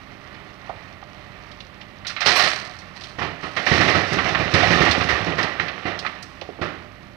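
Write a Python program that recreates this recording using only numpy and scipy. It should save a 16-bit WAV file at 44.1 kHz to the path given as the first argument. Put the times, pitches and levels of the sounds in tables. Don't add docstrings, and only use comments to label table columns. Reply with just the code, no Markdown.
import sys
import numpy as np
from scipy import signal
from scipy.fft import rfft, irfft, next_fast_len
from scipy.io import wavfile
from scipy.ndimage import uniform_filter1d

SR = 44100
rng = np.random.default_rng(int(sys.argv[2]) if len(sys.argv) > 2 else 0)


def dump(signal):
    limited = np.clip(np.atleast_2d(signal).T, -1, 1)
    pcm = np.round(limited * 32767).astype(np.int16)
    wavfile.write(sys.argv[1], SR, pcm)


N = 315756
QUARRY_T60_S = 0.78

# time_s, ringing_db
BARE_STEEL = [(1.9, -10), (2.04, 7), (2.45, 7), (2.6, 0), (3.2, -3), (3.7, -7), (7.1, -11)]
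# frequency_hz, level_db
CLANG_SPECTRUM = [(80, -47.5), (230, -4), (400, -1.5), (750, -4.5), (1300, -1), (2000, -1.5), (2700, -5),
                  (4000, -14), (8000, -57.5)]
# frequency_hz, level_db
CRACK_SPECTRUM = [(800, -30.5), (2200, 0.5), (3200, 1), (4400, 0.5), (5800, 0), (9000, -11), (15000, -18.5)]


def from_db(db):
    return 10 ** (np.asarray(db) / 20)


def curve(rows, s=None, outside=None):
    times, values = np.transpose(rows)
    return np.interp(np.arange(N) / SR if s is None else s, times, values, outside, outside)


def swells(rows, attack_s, fall_db_per_s):
    t, gain = np.arange(N) / SR, 0
    for s, db, hold_s in rows:
        rise = np.clip((t - s) / attack_s, 0, 1)
        gain += rise * from_db(db - fall_db_per_s * np.maximum(t - s - attack_s - hold_s, 0))
    return gain


def drift(rate_hz):
    knots = rng.standard_normal(4096)
    return np.interp(np.arange(N) / SR * rate_hz, np.arange(len(knots)), knots)


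def turning(hz, wander):
    return 2 * np.pi * np.cumsum(hz * (1 + wander * drift(8.3))) / SR


def coloured(x, spectrum, peaks=()):
    size = 2 * next_fast_len(len(x) // 2 + 4096)
    hz = np.maximum(np.arange(size // 2 + 1) * SR / size, 1)
    points = np.array(spectrum)
    db = np.interp(np.log(hz), np.log(points[:, 0]), points[:, 1])
    for centre, width, height in peaks:
        db = db + height * np.exp(-2 * ((hz - centre) / width) ** 2)
    cepstrum = irfft(db * np.log(10) / 20)[:size // 2]
    cepstrum[1:] *= 2
    return irfft(rfft(x, size) * np.exp(rfft(cepstrum, size)))[:len(x)]


def voiced(x, spectrum):
    click = coloured(signal.unit_impulse(8192), spectrum)
    return coloured(x, spectrum) / np.linalg.norm(click)


def dying(t60):
    return from_db(-60 * np.arange(SR) / SR / max(t60, .002))


def add(out, s, sound):
    at = round(s * SR)
    out[at:at + len(sound)] += sound[:N - at]


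def blow(t60, snap_db, tail_db, snap_t60=0.0067):
    envelope = dying(t60) + from_db(snap_db) * dying(snap_t60) + from_db(tail_db) * dying(QUARRY_T60_S)
    return rng.standard_normal(SR) * envelope


def grains(per_s, spread_db, t60, tail_db, spots=6):
    sizes = from_db(spread_db * np.minimum(rng.exponential(1, N), 2.5)) * rng.choice([-1, 1], N)
    clicks = sizes * (rng.random(N) < per_s / SR)
    spot = rng.integers(0, spots, N)
    out = np.zeros(N)
    for k in range(spots):
        ring = blow(t60, snap_db=12, tail_db=tail_db, snap_t60=0.0015)[:SR // 2]
        out += signal.oaconvolve(clicks * (spot == k), ring)[:N]
    return out / np.sqrt(np.abs(uniform_filter1d(out ** 2, size=6000)) + 1e-9)


def diesels(throb=0.1, tick_db=-12.5, waver_db=4.0):
    # frequency_hz, level_db
    exhaust_spectrum = [(20, -27.5), (40, 0), (60, -8.5), (100, 2.5), (190, -2.5), (330, -8.5), (600, -14),
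                        (2000, -49.5)]
    clatter_spectrum = [(150, 2), (450, -5.5), (650, -2), (1000, 4), (2200, 2.5), (3200, -3.5), (5000, -12),
                        (8000, -14), (15000, -33)]
    # time_s, level_db
    clatter_levels = [(0, -43.5), (.7, -42.5), (1.8, -45), (3.1, -42), (6.3, -43), (7.15, -46)]
    # pitch_hz, level_db
    firing_tones = [(55.5, -52), (86.1, -57.5), (181, -59.5), (199, -55.5)]
    pulse = 1 + throb * np.sin(turning(firing_tones[1][0], wander=0.0088))
    exhaust = from_db(-45) * voiced(rng.standard_normal(N), exhaust_spectrum)
    clatter = voiced(rng.standard_normal(N) * pulse * from_db(1.4 * drift(16)), clatter_spectrum)
    crumbs = grains(per_s=70, spread_db=1.5, t60=0.052, tail_db=-21)
    ticks = from_db(tick_db) * voiced(crumbs, CRACK_SPECTRUM)
    tones = sum(from_db(db + waver_db * drift(26)) * np.sin(turning(hz, wander=0.0062))
                for hz, db in firing_tones)
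    return exhaust + from_db(curve(clatter_levels)) * (clatter + ticks) + np.sqrt(2) * tones


def hydraulics(pump_hz=596, lift_hz=(322, 405), waver_db=4.0):
    # start_s, level_db, hold_s
    lifts = [(0, -56, 0.24)]
    shaft = turning(pump_hz, wander=0.0013)
    pump = from_db(-62 + waver_db * drift(21)) * (np.sin(shaft) + from_db(-4) * np.sin(2 * shaft))
    whine = sum(from_db(waver_db * drift(5)) * np.sin(turning(hz, wander=0.0084)) for hz in lift_hz)
    return np.sqrt(2) * (pump + swells(lifts, attack_s=0.19, fall_db_per_s=42) * whine)


def bed_boom(x):
    # centre_hz, width_hz, gain_db
    panels = [(70.4, 22, 6.5), (99.3, 3.6, 5.5), (168.3, 31.5, 8)]
    # frequency_hz, level_db
    thud_spectrum = [(20, -26), (38, -14), (70, 0), (110, 7), (170, 1), (300, -2), (600, -12), (2000, -82)]
    return voiced(coloured(x, [(20, -7.0), (400, -4.85)], panels), thud_spectrum)


def bed_ring(strikes):
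    # pitch_hz, level_db, t60_s
    modes = [(727, 0, 0.25), (1298, -4, 0.36), (1490, -23, 0.72), (1800, -2, 0.79), (2420, 1, 0.24),
             (2837, -12, 0.64), (3101, -30, 0.59), (3790, -27, 0.35), (4075, -23, 0.35), (4140, -4, 0.11),
             (4872, -15, 0.52), (5530, -6, 0.056)]
    drive, out = strikes * from_db(curve(BARE_STEEL)) + 1e-18, 0
    for hz, db, t60 in modes:
        r = from_db(-60 / (t60 * SR))
        gain = (1 - r * r) / 2
        feedback = [1, -2 * r * np.cos(2 * np.pi * hz / SR), r * r]
        out += from_db(db) * signal.lfilter([gain, 0, -gain], feedback, drive)
    return out


def stone_knocks(level_db=-8.0, skirt_db=-9.0, mode_count=6):
    # start_s, level_db, centre_hz
    stones = [(.346, -32, 2350), (.694, -19, 666), (1.025, -29, 1180), (1.514, -31.5, 3730),
              (1.603, -25.5, 3280), (1.813, -28, 2700), (2.048, -24.5, 1990), (2.068, -16, 5060),
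              (2.095, -22.5, 2010), (2.163, -18.5, 2140), (2.216, -14, 1920), (2.361, -6.5, 11000),
              (2.787, -30.5, 5580), (3.008, -29, 4350), (3.036, -26.5, 4560), (3.57, -11.5, 1870),
              (3.813, -6.5, 1800), (4.13, -15.5, 5600), (4.186, -5, 1454), (4.348, -5, 1530),
              (4.539, -8.5, 4300), (4.815, -10, 1880), (4.911, -5, 3950), (5.009, -10.5, 1790),
              (5.429, -15, 4300), (5.597, -11, 1830), (5.682, -16, 2460), (5.99, -16.5, 4570),
              (6.049, -15, 1450), (6.063, -12, 1920), (6.225, -20.5, 6900), (6.412, -23, 3100),
              (6.417, -23, 543), (6.489, -23.5, 378), (6.587, -23, 465)]
    out, t = np.zeros(N), np.arange(SR) / SR
    for s, db, hz in stones:
        t60 = 0.11 * from_db(0.58 * curve(BARE_STEEL, s))
        band = [(hz / 10, -30), (hz / 2, skirt_db), (hz / 1.45, 0),
                (hz * 1.17, 0), (hz * 2, skirt_db), (hz * 10, -60)]
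        rough = voiced(blow(t60, snap_db=-13, tail_db=-18.5), band)
        pitches = hz * np.exp(.12 * rng.standard_normal((mode_count, 1)))
        signs = rng.choice([-1, 1], (mode_count, 1))
        modes = np.sum(signs * np.sin(2 * np.pi * pitches * t), axis=0) / np.sqrt(mode_count)
        modes *= from_db(-5) * dying(min(t60, .06))
        add(out, s, from_db(db + level_db) * (rough + modes) * (1 - dying(0.0049)))
    return out


def gravel_spill():
    # start_s, level_db, hold_s
    spills = [(2.25, -21.5, .19), (2.95, -43.5, 0.1), (3.4, -45.5, 0.25)]
    # frequency_hz, level_db
    gravel_spectrum = [(200, -35), (420, 1.5), (620, 1), (1300, 3.5), (2000, 6.5), (3000, 3.5), (4300, 5),
                       (6000, 2.5), (8500, 1.5), (15000, -16.5)]
    rattle = grains(per_s=350, spread_db=4.0, t60=.05, tail_db=-20)
    return swells(spills, attack_s=0.011, fall_db_per_s=89) * voiced(rattle, gravel_spectrum)


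def pour(full_flow_db=-20, earth_lag_s=.06, grit_loss_db_per_s=2.5):
    # time_s, flow_db
    flow = [(3.62, -33.5), (3.74, -21.5), (3.86, -24), (4.0, -28.5), (4.31, -26.5), (4.49, -29.5),
            (4.6, -22), (4.75, -20.5), (5.27, -28.5), (5.62, -36), (5.95, -35.5), (6.25, -50.5)]
    # frequency_hz, gain_db
    earth_depth = [(38, 10), (110, 0)]
    t = np.arange(N) / SR
    flow_db = curve(flow, outside=-120) - full_flow_db
    earth_db = -18.5 + 1.6 * np.interp(t - earth_lag_s, t, flow_db)
    grit_db = -22.5 + 1.32 * flow_db - grit_loss_db_per_s * (t - flow[0][0])
    clods = grains(per_s=60, spread_db=6.0, t60=0.037, tail_db=-27.5)
    rubble = grains(per_s=130, spread_db=0.0, t60=0.11, tail_db=-12)
    grit = grains(per_s=220, spread_db=5.0, t60=0.037, tail_db=-4.0)
    return (from_db(earth_db) * bed_boom(coloured(clods, earth_depth))
            + from_db(flow_db - 21.5) * voiced(rubble, CLANG_SPECTRUM)
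            + from_db(grit_db) * voiced(grit, CRACK_SPECTRUM))


def rocks(thud_db=-3.0, clang_db=-15.0, pitch_peak_db=4.5, mid_weight_db=-18):
    # start_s, level_db, weight_db, pitch_hz
    landings = [(2.204, -16.5, -38, 2150), (2.259, -7.5, -20, 1880), (2.274, -10, -43, 1880),
                (2.358, -7, -34.5, 1300), (2.393, -8.5, -42, 1750), (2.434, -12.5, -21, 1940),
                (3.184, -19, -10, 1050), (3.214, -15, -14.5, 920), (3.43, -19.5, -17.5, 1210),
                (3.563, -14, -20, 1870), (3.663, -9, -27, 2100), (3.714, -10.5, -7.5, 1930),
                (3.804, -9.5, -12.5, 1920), (3.879, -8, -16.5, 2000), (3.947, -9.5, -10.5, 1600),
                (4.119, -16, -7, 1930), (4.254, -11, -18, 760), (4.395, -12, -13, 650),
                (4.539, -9.5, -6.5, 2200), (4.624, -5.5, -29, 720), (4.703, -10.5, -10, 1870),
                (4.802, -9, -11, 1870), (4.859, -7, -30, 800), (5.087, -8.5, -21, 1840),
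                (5.264, -16, -6.5, 715), (5.381, -11, -17.5, 1790), (5.429, -15, -20, 734),
                (5.596, -18, -14.5, 1850), (5.853, -16, -13, 774), (5.866, -24, -8.5, 1870),
                (6.054, -23, -26, 1900), (6.613, -16.5, -9, 1440)]
    thud, clang, crack = np.zeros((3, N))
    crush = 1 - dying(0.018)
    for s, db, weight_db, hz in landings:
        heavy_db = weight_db - mid_weight_db
        t60 = 0.29 * np.exp(0.0332 * heavy_db)
        add(thud, s, from_db(db + weight_db + thud_db) * blow(t60, snap_db=9.5, tail_db=-6.0))
        low_shelf = [(350, 0.61 * heavy_db), (700, 0)]
        plates = coloured(blow(t60, snap_db=5, tail_db=-2), low_shelf, [(hz, hz / 4, pitch_peak_db)])
        add(clang, s, from_db(db + clang_db) * plates * crush)
        crack_db = -11.5 + 0.65 * curve(BARE_STEEL, s) + 6.5 * np.log2(hz / 1900)
        add(crack, s, from_db(db + crack_db) * blow(t60, snap_db=-18, tail_db=-16) * crush)
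    return bed_boom(thud) + voiced(clang, CLANG_SPECTRUM) + voiced(crack, CRACK_SPECTRUM)


def microphone_ports(air, cover_hz=65.0):
    muffled = signal.sosfilt(signal.butter(1, cover_hz, fs=SR, output="sos"), air)
    scatter = (rng.standard_normal(SR) * dying(.07))[:SR // 10]
    scattered = signal.oaconvolve(air, scatter / np.linalg.norm(scatter))[:N]
    # frequency_hz, gain_db
    around = [(100, -3.5), (500, -57), (1300, -44.0), (2500, -23.5), (5000, -29.5), (15000, -16.5)]
    through = [(200, -28.5), (1100, -18.0), (2400, -36), (5000, -29.0), (9000, -24)]
    left = muffled + coloured(scattered, around) + coloured(air, through)
    return np.array([left, air])


def scene():
    strikes = rocks() + pour() + gravel_spill()
    load = strikes + bed_ring(strikes) + stone_knocks()
    machines = from_db(-2.5) * (diesels() + hydraulics())
    return microphone_ports(load + machines)


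def record(dry, hiss_db=(-71.0, -68.0), cutoff_hz=15500):
    # frequency_hz, gain_db
    response = [(30, -7), (100, 3.5), (300, 6.5), (1000, 6.5), (5000, 3), (6100, -2), (7000, -13),
                (8500, -10), (10000, -15.5), (10900, -29.5), (12300, -15.5), (15500, -17.5)]
    # centre_hz, width_hz, gain_db
    peaks = [(216.4, 106, -3.5), (259.5, 4.2, 8), (469, 78, -3), (713, 210, 3), (960, 202, -4),
             (1150, 88, 1.5), (1595, 280, -3.5), (1870, 230, 3.5), (3344, 70, -5.5), (4195, 300, 2.5)]
    rounded = .7 * np.tanh(dry / .7)
    heard = np.array([coloured(channel, response, peaks) for channel in rounded])
    hiss = from_db(hiss_db)[:, None] * rng.standard_normal((2, N))
    clipped = np.clip(heard + hiss, -.9, .9)
    return signal.sosfilt(signal.ellip(10, .1, 80, cutoff_hz, fs=SR, output="sos"), clipped)


dry = scene()
out = record(dry)
dump(out)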